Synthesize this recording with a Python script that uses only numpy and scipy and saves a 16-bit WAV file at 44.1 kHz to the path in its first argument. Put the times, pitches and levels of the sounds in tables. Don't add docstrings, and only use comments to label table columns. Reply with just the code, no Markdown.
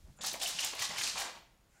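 import sys
import numpy as np
from scipy import signal
from scipy.fft import rfft, irfft
from scipy.io import wavfile
from scipy.ndimage import uniform_filter1d

SR = 44100
rng = np.random.default_rng(int(sys.argv[2]) if len(sys.argv) > 2 else 0)


def inscribe(sig):
    pcm = np.round(np.clip(np.atleast_2d(sig).T, -1, 1) * 32767)
    wavfile.write(sys.argv[1], SR, pcm.astype(np.int16))


def linear_from_db(decibels):
    return 10 ** (np.asarray(decibels, float) / 20)


N = 79380


def level(x, db):
    return x * linear_from_db(db) / np.sqrt(np.mean(x ** 2) + 1e-30)


def curve(table, hz):
    table = np.array(table, float)
    return np.interp(np.log(np.maximum(hz, 1)), np.log(table[:, 0]), table[:, 1])


def colour(x, table):
    gain = linear_from_db(curve(table, np.fft.rfftfreq(len(x), 1 / SR)))
    return irfft(rfft(x) * gain, len(x))


def band(x, hz, q):
    b, a = signal.iirpeak(min(hz, SR / 2.3), max(q, .3, 3 * hz / SR), fs=SR)
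    return signal.lfilter(b, a, x)


def resonance(x, hz, q):
    return band(band(x, hz, q), hz, q)


def walk(rate):
    hold = int(SR / rate)
    steps = np.interp(np.arange(N) // hold, np.arange(N), rng.standard_normal(N))
    return 0.82 * uniform_filter1d(uniform_filter1d(steps, hold), hold)


def add(out, s, x):
    i = max(int(s * SR), 0)
    out[i:i + len(x)] += x[:N - i]


def hits(table, t60, q, trim_db, snap_db):
    out, t = np.zeros(N), np.arange(SR // 4) / SR
    snap_s = .004
    noise = rng.standard_normal((len(table), len(t)))
    for (s, db, hz, *fade), puff in zip(table, noise):
        t60_s = fade[0] if fade else t60
        ring = resonance(puff * linear_from_db(-60 * t / t60_s), hz, q)
        snap = band(puff[::-1] * np.exp(-t / snap_s), hz, 0.28)
        hit = ring / abs(ring).max() + linear_from_db(snap_db) * snap / abs(snap).max()
        add(out, s, linear_from_db(db + trim_db) * hit)
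    return out


def rubs(table):
    out, t = np.zeros(N), np.arange(SR // 6) / SR
    rise_s, release_s = .001, 0.0018
    noise = rng.standard_normal((len(table), len(t)))
    for (s, length, db, hz, q), n in zip(table, noise):
        rub = resonance(n, hz, q)
        rub = rub / np.sqrt(uniform_filter1d(rub ** 2, size=SR // 100) + 1e-9)
        grip = np.clip(t / rise_s, 0, 1) * np.exp(-np.maximum(t - length, 0) / release_s)
        add(out, s, linear_from_db(db) * rub * grip)
    return out


# frequency in Hz, level in dB per Hz.
PILE_SPECTRUM = [(180, -73), (300, -47), (509, -0.5), (849, 4.5), (1300, -3), (2880, -2), (5300, -0.5),
                 (7500, 0), (15500, -17.5)]


def pile():
    fibres_per_s, fibre_db, fibre_q = 900, 2.5, 2.36
    patch_db, patch_per_s = 1.8, 110
    flutter_db, flutter_per_s = -1.5, 90
    out = 0
    for hz in 350 * 2 ** np.arange(0, 5.6, 1 / 3):
        chance = rng.random((3, N))
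        size = linear_from_db(fibre_db * np.minimum(-np.log(chance[2] + 1e-9), 3))
        flicked = chance[0] < fibres_per_s * np.sqrt(hz / 1000) / SR
        flicks = flicked * np.sign(chance[1] - .5) * size
        ring = resonance(flicks, hz, fibre_q)
        ring = level(ring, curve(PILE_SPECTRUM, hz) + 10 * np.log10(hz))
        out = out + ring * linear_from_db(patch_db * walk(patch_per_s))
    return out * linear_from_db(flutter_db * walk(flutter_per_s))


# start in seconds, rise in seconds, hold in seconds, level in dB, brightness in Hz.
PAW_DRAGS = [(0.21, 0.0018, 0.02, -45, 4500), (0.24, 0.0017, 0.056, -40.5, 4900),
             (0.307, 0.018, 0.032, -50, 4940), (0.394, 0.0071, 0.02, -45.5, 3830),
             (0.413, 0.004, 0.035, -40.5, 5240), (0.463, 0.005, 0.045, -39.5, 4670),
             (0.52, 0.033, 0.037, -43, 3430), (.5865, .002, .04, -40.5, 4300),
             (0.625, 0.013, 0.026, -39, 4560), (0.718, 0.039, 0.055, -47, 2680),
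             (.775, .048, .032, -37.5, 4500), (0.885, 0.0079, 0.06, -46, 3100),
             (0.958, 0.029, 0.036, -38, 4070), (1.027, 0.0093, 0.062, -39, 4840),
             (1.107, 0.029, 0.032, -45.5, 3340), (1.166, 0.02, 0.039, -39.5, 4660),
             (1.239, 0.0032, 0.055, -49.5, 2240), (1.306, 0.021, 0.035, -64, 2470),
             (1.349, .004, 0.038, -64.5, 2500), (0.664, 0.013, 0.031, -46, 4350)]


def drags():
    release_s, drag_q = 0.018, 0.77
    fibres = pile()
    body = level(band(rng.standard_normal(N), 304, 0.84), -23)
    out, t = np.zeros(N), np.arange(N) / SR
    for s, rise, hold, db, hz in PAW_DRAGS:
        lift = np.exp(-np.maximum(t - s - rise - hold, 0) / release_s)
        press = np.clip((t - s) / rise, 0, 1) * lift
        out += press * linear_from_db(db) * (level(band(fibres, hz, drag_q), 0) + body)
    return out


# start in seconds, peak level in dB, ring in Hz.
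CLAW_CATCHES = [(0.2095, -32.5, 3540), (0.2353, -27, 7340), (0.2457, -24.5, 4450), (0.2632, -39, 6400),
                (0.2711, -36, 6230), (0.3144, -25.5, 3900), (0.3395, -27, 2130), (0.4145, -21, 3140),
                (0.433, -22.5, 3930), (0.4596, -28, 3050), (0.4784, -29, 4060), (0.605, -20, 5800),
                (0.6471, -20.5, 7040), (0.733, -32, 2760), (0.793, -25, 4860), (0.8228, -23, 6200),
                (0.8544, -58, 4470), (1.0434, -36, 6100), (1.0748, -18, 4460), (1.0994, -34, 4800),
                (1.2151, -27.5, 1890)]


def claws():
    return hits(CLAW_CATCHES, t60=.04, q=2.4, trim_db=-7, snap_db=-7)


# start in seconds, peak level in dB, ring in Hz.
CLAW_TEARS = [(0.2454, -38, 8980), (0.2616, -21.5, 10600), (0.279, -43, 8870), (0.3301, -25.5, 10800),
              (0.4294, -23, 8900), (0.4746, -23.5, 10800), (0.4874, -27, 8540), (0.6074, -26, 9700),
              (0.6454, -20, 9700), (0.7497, -32, 8790), (0.7967, -25.5, 8500), (0.8203, -25, 8550),
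              (0.9834, -28.5, 8610), (1.014, -26, 8400), (1.04, -42, 8510), (1.073, -41, 8830),
              (1.1844, -31, 10600), (1.2004, -24.5, 8600)]


def tears():
    return hits(CLAW_TEARS, t60=0.079, q=0.76, trim_db=-9, snap_db=-7)


# start in seconds, length in seconds, level in dB, ring in Hz, sharpness as Q.
CLAW_RAKES = [
    (.2445, 0.0086, -41, 4900, 1.2),
    (0.265, 0.011, -37, 5300, 0.98),
    (.279, 0.0093, -38, 4900, 1.5),
    (0.614, .005, -42, 5340, 4.9),
    (1.032, 0.021, -47.5, 4770, 4.5),
    (1.097, 0.0093, -42.5, 4900, 5),
]


def rakes():
    return rubs(CLAW_RAKES)


# start in seconds, peak level in dB, ring in Hz, fade as T60 in seconds.
PAD_LANDINGS = [(.188, -44, 563, 0.62), (.232, -34.5, 840, 0.39), (.244, -35.5, 1380, 0.053),
                (.26, -52, 770, 0.11), (.339, -32.5, 560, 0.035), (.635, -39.5, 850, 0.25),
                (.731, -37.5, 667, 0.19), (.732, -43.5, 380, 0.042), (.75, -44, 534, 0.074),
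                (.903, -37, 585, 0.037), (1.01, -40, 1930, 0.11), (1.044, -41, 754, 0.034),
                (1.075, -37, 1130, 0.086), (1.156, -38, 1310, 0.044), (1.178, -34.5, 1210, 0.065),
                (1.215, -43, 816, 0.2), (1.232, -42, 1010, 0.048), (1.35, -46, 950, 0.027)]


def pads():
    return hits(PAD_LANDINGS, t60=None, q=2.17, trim_db=-5.5, snap_db=-1.5)


# start in seconds, length in seconds, level in dB, ring in Hz, sharpness as Q.
PAW_SKIDS = [(0.354, 0.015, -46.5, 790, 2.8), (0.413, 0.045, -47.5, 715, 3.2),
             (.457, 0.0096, -37, 2960, 4.8), (.5865, 0.0081, -33.5, 2780, 6.1),
             (.588, 0.0092, -47, 5300, 5.1), (0.586, 0.0068, -45, 1590, 2.6), (0.623, .005, -39, 2980, 4.1),
             (.63, 0.02, -43, 2840, 3.6), (0.633, 0.0097, -44.5, 2120, 4.5), (0.644, .007, -36, 7440, 15),
             (0.7326, 0.0029, -43, 593, 0.81), (.733, 0.005, -44, 1700, 0.74),
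             (0.791, 0.0044, -39, 2500, 3.5), (.818, 0.0087, -38.5, 1980, 12), (.819, 0.0061, -43, 2750, 4),
             (.82, 0.039, -47, 1080, 4.9), (0.841, .006, -41.5, 3630, 11), (.851, 0.005, -42, 3650, 2.8),
             (.902, 0.063, -50, 890, 1.5), (.903, 0.0089, -47, 2070, 11), (0.968, 0.0082, -43.5, 3000, 7.5),
             (0.982, 0.0036, -37.5, 2320, 4.4), (1.01, 0.01, -37, 2720, 1.5),
             (1.068, 0.0098, -41, 2470, 2.1), (1.158, 0.087, -48, 720, 1.9),
             (1.157, 0.085, -49.5, 1590, 2.8), (1.171, 0.012, -42, 2470, 3.8), (1.248, .05, -49, 810, 0.87),
             (1.156, .08, -52, 1046, 2.5), (0.961, 0.0081, -44.5, 1730, 3.3),
             (0.986, 0.0092, -50, 1650, 5.3), (1.01, 0.0078, -48.5, 1700, 8.9),
             (1.033, 0.048, -56, 1750, 4.2), (0.2084, 0.0078, -54, 7800, 7.4),
             (0.24, 0.0055, -43.5, 1940, 0.69), (0.628, 0.05, -54.5, 790, 1.4),
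             (.7, 0.036, -58.5, 1020, 1.3), (0.938, .014, -59, 1000, 2.2), (1.334, .05, -59, 910, 1.2),
             (1.157, 0.003, -42, 1000, 1)]


def skids():
    return rubs(PAW_SKIDS)


# start in seconds, peak level in dB, ring in Hz.
FLOOR_THUMPS = [(0.03, -55, 62), (0.077, -54.5, 139), (0.097, -57.5, 111), (0.194, -51, 143),
                (0.23, -52, 170), (0.328, -46.5, 280), (0.545, -49.5, 158), (0.798, -53.5, 113),
                (0.892, -48.5, 180), (0.977, -57, 104), (1.136, -56, 154), (1.248, -50, 284),
                (1.35, -60, 172)]


def thumps():
    return hits(FLOOR_THUMPS, t60=0.13, q=1.5, trim_db=0, snap_db=-14)


# start in seconds, length in seconds, level in dB, ring in Hz, sharpness as Q.
SOFT_BRUSHES = [(-.05, .25, -73, 4500, .5), (.05, .07, -70, 600, .8), (.165, .08, -64, 7050, 16),
                (.17, .04, -71, 1300, 3), (.187, .03, -59, 1250, 1.3), (.16, .028, -73, 9500, 2),
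                (1.69, .17, -80, 7250, 12), (1.70, .15, -75, 7000, 1.3), (1.71, .15, -75, 1500, 7),
                (1.745, .1, -74, 795, 18), (1.71, .13, -76, 2100, 2.5), (-.06, .18, -58, 22, .8),
                (-.02, .145, -64, 90, 1.5), (.2, 1.3, -70, 58, 1.5), (1.22, .26, -78, 14000, 4),
                (.9, .075, -68, 14500, 4)]


def brushes():
    out, t = np.zeros(N), np.arange(N) / SR
    for s, length, db, hz, q in SOFT_BRUSHES:
        arch = np.sin(np.pi * np.clip((t - s) / length, 0, 1))
        swell = np.sqrt(arch.clip(0))
        out += swell * level(resonance(rng.standard_normal(N), hz, q), db)
    return out


# frequency in Hz, T60 in seconds.
ROOM_FADE = [(200, 0.73), (1000, 0.42), (3000, 0.54), (7000, 0.25), (14000, 0.27)]


def room(x):
    room_db, gap_s = -8, 0.0078
    t, echo = np.arange(SR) / SR, 0
    for hz in 90 * 2 ** np.arange(0, 7.6, .5):
        wash = level(band(rng.standard_normal(SR), hz, 2.07), 10 * np.log10(hz))
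        echo = echo + wash * linear_from_db(-60 * t / curve(ROOM_FADE, hz))
    echo = echo * np.clip(t / gap_s - 1, 0, 1)
    return signal.fftconvolve(x, linear_from_db(room_db) * echo / np.sqrt(np.sum(echo ** 2)))[:N]


# frequency in Hz, level in dB per Hz.
HUSH_SPECTRUM = [(13, -90), (22, -9.5), (59, -9), (87, -18.5), (135, -16.5), (275, -24), (333, -20.5),
                 (382, -25), (15500, -44)]


def hush():
    return level(colour(rng.standard_normal(N), HUSH_SPECTRUM), -67.5)


def electrical_tick():
    tick_hz, ticks_per_s, start_s, tick_s = 6850, 29.97, .0050, .008
    t = np.arange(N) / SR
    since = (t - start_s) % (1 / ticks_per_s)
    pulse = np.sin(np.pi * np.clip(since / tick_s, 0, 1))
    return linear_from_db(-74.5 + 2 * walk(30)) * pulse * np.sin(2 * np.pi * tick_hz * t)


def scene():
    dog = drags() + claws() + tears() + rakes() + pads() + skids() + thumps()
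    return (dog + room(dog) + brushes() + hush() + electrical_tick())[None]


def roll_off(x):
    return signal.sosfilt(signal.butter(12, 15740, fs=SR, output="sos"), x)


def record(dry):
    top_cut = signal.ellip(8, .2, 70, 15750, fs=SR, output="sos")
    x = signal.sosfilt(top_cut, dry)
    t = np.arange(N) / SR
    lost = uniform_filter1d(1. * ((t > .186) & (t < .216)), size=100)
    treble = signal.ellip(14, .0001, 40, 8900, "high", fs=SR, output="sos")
    mix = x - lost * signal.sosfiltfilt(treble, x)
    return roll_off(mix)


dry = scene()
out = record(dry)
inscribe(out)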